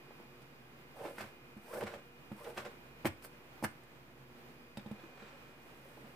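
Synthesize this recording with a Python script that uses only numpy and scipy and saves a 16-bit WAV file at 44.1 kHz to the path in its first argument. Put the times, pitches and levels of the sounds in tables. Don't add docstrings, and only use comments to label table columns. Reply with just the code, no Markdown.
import sys
import numpy as np
from scipy import signal
from scipy.fft import rfft, irfft
from scipy.io import wavfile

SR = 44100
rng = np.random.default_rng(int(sys.argv[2]) if len(sys.argv) > 2 else 0)


def decibels_to_gain(level_db):
    exponent = np.asarray(level_db, float) / 20
    return 10 ** exponent


def to_wav(s):
    ch = np.atleast_2d(s).T
    pcm = np.round(np.clip(ch, -1, 1) * 32767)
    wavfile.write(sys.argv[1], SR, pcm.astype(np.int16))


N = 271361
LEFT_RIGHT = np.array([[1], [-1]])

# (frequency [Hz], side minus mid [dB])
FAR_SIDE = [(60, -8), (110, -16), (200, -10), (380, -9.5), (700, -4.5), (1290, 1), (2380, 1.5), (4400, 2.5),
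            (8120, -0.5), (15000, 0.5)]
# (frequency [Hz], density [dB per Hz])
WEAVE_COLOUR = [(410, -26.5), (700, -5), (805, -3.5), (884, -7), (1210, -4.5), (1460, -4.5), (1950, -7.5),
                (2200, -8), (6500, -25.5), (8450, -26), (14300, -120)]
# (frequency [Hz], density [dB per Hz])
EDGE_COLOUR = [(2350, -60), (4000, -20), (4390, -5), (6330, -8), (6820, -11), (8600, -2), (10000, -4),
               (15100, -4.5), (16000, -29)]


def rms_one(x):
    return x / np.sqrt(np.mean(x ** 2) + 1e-20)


def colour(x, points):
    hz, db = np.transpose(points)
    grid = np.fft.rfftfreq(8192, 1 / SR) + 1
    log_gain = np.interp(np.log(grid), np.log(hz), db) * np.log(10) / 20
    cepstrum = irfft(log_gain)
    cepstrum[1:4096] *= 2
    cepstrum[4097:] = 0
    response = irfft(np.exp(rfft(cepstrum)))
    return signal.fftconvolve(x, response)[:N]


def drift(rate_hz):
    r = np.exp(-80 * np.pi * rate_hz / SR)
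    noise = rng.standard_normal(N // 40 + 2002)
    slow = signal.lfilter([1], [1, -2 * r, r * r], noise)[2000:]
    return np.interp(np.arange(N) / 40, np.arange(len(slow)), rms_one(slow))


def ring(x, hz, t60_s):
    r, w = decibels_to_gain(-60 / (t60_s * SR)), 2 * np.pi * hz / SR
    return signal.lfilter([0, np.sin(w)], [1, -2 * r * np.cos(w), r * r], x + 1e-18)


def grains(per_s, spread_db):
    heights = decibels_to_gain(spread_db * np.minimum(rng.exponential(1, N), 4))
    sizes = heights * rng.choice([-1, 1], N)
    return rms_one(sizes * (rng.random(N) < per_s / SR))


def swell(peak_s, db, rise_s, fall_s):
    t = np.arange(N) / SR - peak_s
    return decibels_to_gain(db - 30 * np.maximum(-t / max(rise_s, .005), t / max(fall_s, .005)))


def fan_noise():
    # (frequency [Hz], density [dB per Hz])
    fan_colour = [(20, -27), (45, -32), (70, -12.5), (100, -13.5), (135, 0), (185, -9), (240, -5),
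                  (400, -8.5), (600, -11.5), (1100, -14.5), (2500, -20), (4600, -31), (9000, -37),
                  (15500, -31.5)]
    mid, side = rng.standard_normal((2, N))
    mid = colour(mid, fan_colour)
    side = colour(colour(side, fan_colour), FAR_SIDE)
    level = decibels_to_gain(-60 + 0.95 * drift(4.4)) / np.std(mid[9000:])
    return level * (mid + side * LEFT_RIGHT)


def hum():
    # (frequency [Hz], level [dB rms])
    hum_tones = [(59.2, -75), (129.2, -71.5), (242.2, -73.5), (360.7, -73), (479.1, -74), (2099, -80),
                 (2433, -70.5), (2864, -77.5), (4867, -85)]
    t = np.arange(N) / SR
    tones = 0
    for hz, db in hum_tones:
        turn = 2 * np.pi * hz * t + 1.01 * hz / 1000 * drift(1.44) + rng.uniform(0, 7.93)
        gain = np.sqrt(2) * decibels_to_gain(db + 2.15 * drift(0.76))
        tones = tones + gain * np.sin(turn + LEFT_RIGHT * 0.42 * hz / 1000)
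    return tones


def room(x):
    t60_s, tail_db, wall_cut_hz = 0.23, -10.5, 7800
    t = np.arange(int(.5 * SR)) / SR
    common, own = rng.standard_normal((2, len(t))) * decibels_to_gain(-60 * t / t60_s) * (t > .006)
    dull = signal.lfilter(*signal.butter(1, wall_cut_hz, fs=SR), x)
    mid, side = (signal.fftconvolve(dull, h / np.linalg.norm(h))[:N] for h in (common, own))
    return decibels_to_gain(tail_db) * (mid + colour(side, FAR_SIDE) * LEFT_RIGHT)


def ports(x):
    # (frequency [Hz], side minus mid [dB])
    near_side = [(60, -18), (110, -7), (200, -16), (380, -9), (700, -11), (1290, 0), (2380, 0), (4400, 1),
                 (8120, 2.5), (15000, 3.5)]
    scattered = x
    for lag in (11, 29, 67, 131):
        echo = np.r_[-.55, np.zeros(lag - 1), 1]
        scattered = signal.lfilter(echo, echo[::-1], scattered + 1e-18)
    return x + decibels_to_gain(-4.0) * colour(scattered, near_side) * LEFT_RIGHT


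def table_thuds():
    # (frequency [Hz], level [dB], t60 [s])
    mode_groups = [
        [(74.6, -2.5, 0.18), (95.6, 2, 0.21)],
        [(153.5, 1, 0.079), (170, -6.5, 0.056), (209.5, 4, 0.14), (246, -6.5, 0.07)],
        [(311.5, 1.5, 0.04), (335, 4.5, 0.11)],
        [(520, -45, 0.013), (568, -1.5, 0.041), (630, -0.5, 0.025), (820, 1.5, 0.033), (910, -14, 0.089),
         (1004, -10.5, 0.059)],
    ]
    # (time [s], low modes [dB], deep, middle and high modes [dB re low])
    stroke_pushes = [(0.107, -68.5, -8, -8, 20.5), (0.199, -62, -10, 7, 8), (1.013, -73, -5, 5, 21),
                     (1.051, -68.5, 0, 27, 32), (1.109, -65, -10, 4, 15), (1.18, -57, -8, -4, -1),
                     (1.208, -49, -9, -4, -8), (1.229, -47.5, -8, -6, -12), (1.565, -48, -15, -6, -11),
                     (1.825, -44.5, -14, -5, 5), (1.834, -43, -7, -5, -8), (1.937, -52.5, -5, -9, 7),
                     (2.315, -41.5, -19, -2, -3), (2.321, -59, -18, -13, -11), (2.494, -67, -7, -6, 17),
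                     (2.574, -49, -10, -6, -7), (2.654, -58, -10, -5, 0)]
    stab_pushes = [(3.047, -37.5, -10, 3.5, -1.5), (3.053, -34, -20, 2, 8.5), (3.061, -48.5, 0, 16.5, -4),
                   (3.069, -34.5, -5.5, -1, -19), (3.247, -65, -11, -6, 7), (3.625, -42.5, -14, 6.5, 6.5),
                   (3.638, -36, -10.5, -2, 2.5), (3.646, -48, -16, -1, 14), (3.838, -75, -9, -1, -7)]
    laying_pushes = [(4.772, -38, -20, -13, -6), (4.788, -47.5, -19, -17, -4.5), (4.86, -45.5, -18, -4, -5),
                     (4.903, -56, -22, -23, -29), (4.912, -41.5, -20, -12.5, -5.5),
                     (5.035, -58, -14, 11.5, -9), (5.219, -54, -9, 0.5, -2), (5.975, -60.5, -15, 6, 9.5),
                     (6.03, -51, -14, 0.5, -10)]
    push_hz = 1220
    s, peak_db, deep_db, middle_db, high_db = np.vstack([stroke_pushes, stab_pushes, laying_pushes]).T
    group_db = [deep_db, 0, middle_db, high_db]
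    at = np.round((s + .0008) * SR).astype(int)
    own_db = rng.normal(0, 2, (len(s), 14))
    modes = [(g, mode) for g, group in enumerate(mode_groups) for mode in group]
    out = np.zeros((2, N))
    for k, (g, (hz, db, t60_s)) in enumerate(modes):
        push = np.zeros(N)
        push[at] = decibels_to_gain(peak_db + group_db[g] + db + own_db[:, k])
        sign = -1 if g == 3 else (-1) ** k
        out[g // 3] += sign * ring(push, hz, t60_s)
    boom_band = signal.butter(2, [45, push_hz], "band", fs=SR, output="sos")
    knock_band = signal.butter(2, [260, push_hz], "band", fs=SR, output="sos")
    return decibels_to_gain(-3) * (signal.sosfilt(boom_band, out[0]) + signal.sosfilt(knock_band, out[1]))


def handle_rocking():
    # (time [s], peak [dB])
    rocks = [(4.771, -45), (4.794, -57), (4.861, -57), (4.912, -59.5), (4.994, -54)]
    # (frequency [Hz], level [dB], t60 [s])
    handle_modes = [(1590, -4, .03), (2000, -14, .03), (2600, -2, 0.037), (3470, -1.5, 0.027),
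                    (3780, -1, 0.027), (4750, -12, .03)]
    out, touches = np.zeros(N), rng.standard_normal((len(rocks), len(handle_modes), 3))
    for k, (hz, db, t60_s) in enumerate(handle_modes):
        clicks = np.zeros(N)
        for (s, peak_db), touch in zip(rocks, touches):
            clicks[round(s * SR) + np.array([20, 90, 200])] = decibels_to_gain(peak_db + db) * touch[k]
        out += ring(clicks, hz, 0.5 * min(t60_s, .08))
    return decibels_to_gain(-6.0) * out


def blade_blows():
    # (time [s], peak [dB], bright part [dB], tearing hiss [dB])
    contacts = [(0.418, -59.5, 0.5, -3), (1.053, -43, -37, -24), (1.181, -34.5, -28, -21),
                (1.208, -37, -19, -14), (1.57, -50, -20, -13), (1.808, -35, -17, -22),
                (1.824, -53, -13, -11), (1.833, -42, -3.5, -7.5), (1.868, -36, -20, -24),
                (1.937, -42, -16, -20), (2.3168, -44.5, -29, -15), (2.444, -47.5, -4.5, -17),
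                (2.574, -37, -5, -13), (2.649, -39, -10, -18), (3.0462, -35, -21, -11),
                (3.0533, -24, -11, -15), (3.0624, -28, -23, -10.5), (3.069, -30.5, -15, -11),
                (3.222, -50, -10, -4), (3.242, -48, -13, -17), (3.6242, -42, -20, -8),
                (3.631, -43, -22, -4), (3.6379, -27.5, -17, -9), (3.6412, -31.5, -21, -12),
                (3.645, -34.5, -23, -16), (3.833, -55, -13, -7), (4.7705, -43.5, -5, -6),
                (4.794, -51, -9, -17), (4.86, -48, -12, -22), (4.912, -48, -13, -10)]
    # (frequency [Hz], level [dB], t60 [s])
    knife_modes = [(1400, -30.5, 0.039), (1667, 1.5, 0.22), (2260, -8, 0.035), (2900, -29, 0.063),
                   (3870, -56, 0.06), (3860, -32, 0.068), (4760, -13.5, 0.076), (5190, -10, 0.016),
                   (5367, -47, 0.036), (5400, -35, 0.072), (7600, -22, 0.13), (8549, -39, 0.67),
                   (9400, 12.5, 0.055), (9340, -23.5, 0.17), (10100, -37, 0.14), (10700, -30, 0.08)]
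    contact_s, tear_rise_s, bright_hz = 0.0065, 0.00065, 2660
    dull, bright, tear = np.zeros((3, N))
    t = np.arange(int(.1 * SR)) / SR
    rough, fine = grains(per_s=4000, spread_db=3.5), grains(per_s=16000, spread_db=2.5)
    for s, peak_db, bright_db, hiss_db in contacts:
        i = round((s + 0.001016) * SR)
        span = slice(i, i + len(t))
        dying = decibels_to_gain(peak_db) * np.exp(-t / contact_s)
        rattle = dying * rough[span]
        rattle[0] = 2.2 * dying[0]
        dull[span] += rattle
        bright[span] += decibels_to_gain(bright_db + 10.5) * rattle
        tear[span] += decibels_to_gain(hiss_db) * dying * (1 - np.exp(-t / tear_rise_s)) * fine[span]
    low, high = (signal.butter(2, bright_hz, kind, fs=SR, output="sos") for kind in ("low", "high"))
    rattle = signal.sosfilt(low, dull) - signal.sosfilt(high, bright)
    knife = np.zeros(N)
    for k, (hz, db, t60_s) in enumerate(knife_modes):
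        drive = rattle if hz < 6000 else decibels_to_gain(-7.0) * tear
        knife += decibels_to_gain(db) * ring(drive, hz, 0.49 * min(t60_s, .1)) * (-1) ** k
    crack = colour(rattle, WEAVE_COLOUR) / np.std(colour(fine, WEAVE_COLOUR))
    puff = colour(tear, EDGE_COLOUR) / np.std(colour(fine, EDGE_COLOUR))
    return decibels_to_gain(-37) * knife + decibels_to_gain(-9.0) * crack + decibels_to_gain(-5.5) * puff


def hand_pressure():
    # (peak time [s], padding [dB], weave [dB re padding], rise [s], fall [s])
    moves = [(.114, -68, 0, .15, 0.17), (4.39, -66, -8, 0.7, .1), (5.04, -62.5, -5, 0.66, 0.13),
             (5.235, -60, 3.5, .5, .8), (6.07, -61, -4, 1, 0.49)]
    body, rasp = np.zeros((2, N))
    for s, db, weave_db, rise_s, fall_s in moves:
        gain = swell(s, db, rise_s, fall_s)
        body += gain
        rasp += decibels_to_gain(weave_db) * gain
    lift_hiss = swell(5.9, -72, rise_s=1.2, fall_s=1.2)
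    return np.array([body, rasp, lift_hiss])


def catch_pressure():
    # (peak time [s], weave [dB], padding [dB re weave], hiss [dB re weave], fall [s])
    seams = [(.97, -66.5, 9, -3, 0.13), (1.014, -67.5, 18, -19, .05), (1.75, -59.5, 13.5, -10, 0.075),
             (1.81, -53, 10.5, -14, 0.052), (2.38, -71, 10, -1, 0.14), (3.66, -61, -6, -4, 0.065),
             (1.187, -49.5, -1, -17, 0.086), (1.209, -45.5, -4, -14, .13), (1.827, -51.5, 16.5, -21, 0.028),
             (1.871, -47, -2.5, -15, .13), (1.94, -51, 5, -20, 0.13), (2.502, -58, 8.5, -26, 0.052),
             (2.58, -42.5, 0, -15, 0.12), (2.66, -50, 3, -21, 0.11), (3.246, -54.5, -1, 0, 0.065)]
    body, rasp, hiss = np.zeros((3, N))
    for s, db, body_db, hiss_db, fall_s in seams:
        gain = swell(s, db, 0.037, fall_s)
        body += decibels_to_gain(body_db) * gain
        rasp += gain
        hiss += decibels_to_gain(hiss_db) * gain
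    return np.array([body, rasp, hiss])


def drag_pressure():
    # (peak time [s], padding [dB], edge hiss [dB re padding], rise [s], fall [s])
    strokes = [
        (1.06, -40, -24, 0.075, 0.17),
        (1.777, -40.5, -18, .15, 0.051),
        (2.47, -44, -19.5, 0.13, 0.11),
    ]
    weave_db, hiss_hold_db = -11, 5.5
    lingers = 1.55
    body, rasp, hiss = np.zeros((3, N))
    for s, db, hiss_db, rise_s, fall_s in strokes:
        body += swell(s, db, rise_s, fall_s)
        rasp += swell(s, db + weave_db, 1.94 * rise_s, 0.96 * fall_s)
        hiss_swell = swell(s, db + hiss_db + hiss_hold_db, lingers * rise_s, lingers * fall_s)
        hiss += np.minimum(hiss_swell, decibels_to_gain(db + hiss_db))
    return np.array([body, rasp, hiss])


def padding(gain):
    # (frequency [Hz], width [Hz], level [dB])
    glove_modes = [(163, 71, -16), (218, 5.4, -14), (340, 33, -7.5), (466.6, 46, 1), (528, 77, 3.5),
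                   (590, 61, 2), (806, 93, -8.5), (1060, 170, -11)]
    slips = grains(per_s=900, spread_db=2.5) * decibels_to_gain(2.35 * drift(28))
    body = np.zeros(N)
    for k, (hz, width_hz, db) in enumerate(glove_modes):
        body += decibels_to_gain(db) * np.sqrt(width_hz) * ring(slips, hz, 1.87 / width_hz) * (-1) ** k
    return gain * rms_one(body)


def rib_zips():
    # (start [s], end [s], first ribs per second [Hz], last ribs per second [Hz], last level [dB])
    runs = [
        (0.927, 1.051, 720, 860, -55.5),
        (1.65, 1.795, 700, 1800, -55.5),
        (2.348, 2.478, 750, 1480, -59),
    ]
    start_db, growth = -22, 4.5
    t, pitch, gain = np.arange(N) / SR, np.zeros(N), np.zeros(N)
    for start, end, first_hz, last_hz, db in runs:
        done = np.clip((t - start) / (end - start), 0, 1)
        fade = np.clip(np.minimum(t - start, end - t) * 100, 0, 1)
        pitch += (fade > 0) * first_hz * (last_hz / first_hz) ** done
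        gain += fade * decibels_to_gain(db + start_db * (1 - done) ** growth)
    turn = 2 * np.pi * np.cumsum(pitch) / SR
    return gain * (drift(90) * np.cos(turn) + drift(160) * np.sin(turn))


def edge_on_glove():
    body, rasp, hiss = drag_pressure() + catch_pressure() + hand_pressure()
    weave = rms_one(colour(grains(per_s=7000, spread_db=3.0), WEAVE_COLOUR)) * decibels_to_gain(2.0 * drift(63))
    edge = rms_one(colour(grains(per_s=17000, spread_db=4.5), EDGE_COLOUR)) * decibels_to_gain(1.4 * drift(40))
    cloth = decibels_to_gain(-3.5) * rasp * weave + decibels_to_gain(-3.0) * hiss * edge
    return decibels_to_gain(-2.5) * padding(body) + cloth + decibels_to_gain(-0.5) * rib_zips()


def scene():
    near = table_thuds() + handle_rocking() + blade_blows() + edge_on_glove()
    return fan_noise() + hum() + room(near) + ports(near)


def roll_off(x):
    return signal.sosfilt(signal.butter(12, 16570, fs=SR, output="sos"), x)


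def record(dry):
    cutoff_hz, left_db, offset = 15850, -1.02, -0.00048
    top_cut = signal.cheby2(12, 50, cutoff_hz + 250, fs=SR, output="sos")
    mix = signal.sosfilt(top_cut, dry) * decibels_to_gain(left_db * LEFT_RIGHT) + offset
    return roll_off(mix)


dry = scene()
out = record(dry)
to_wav(out)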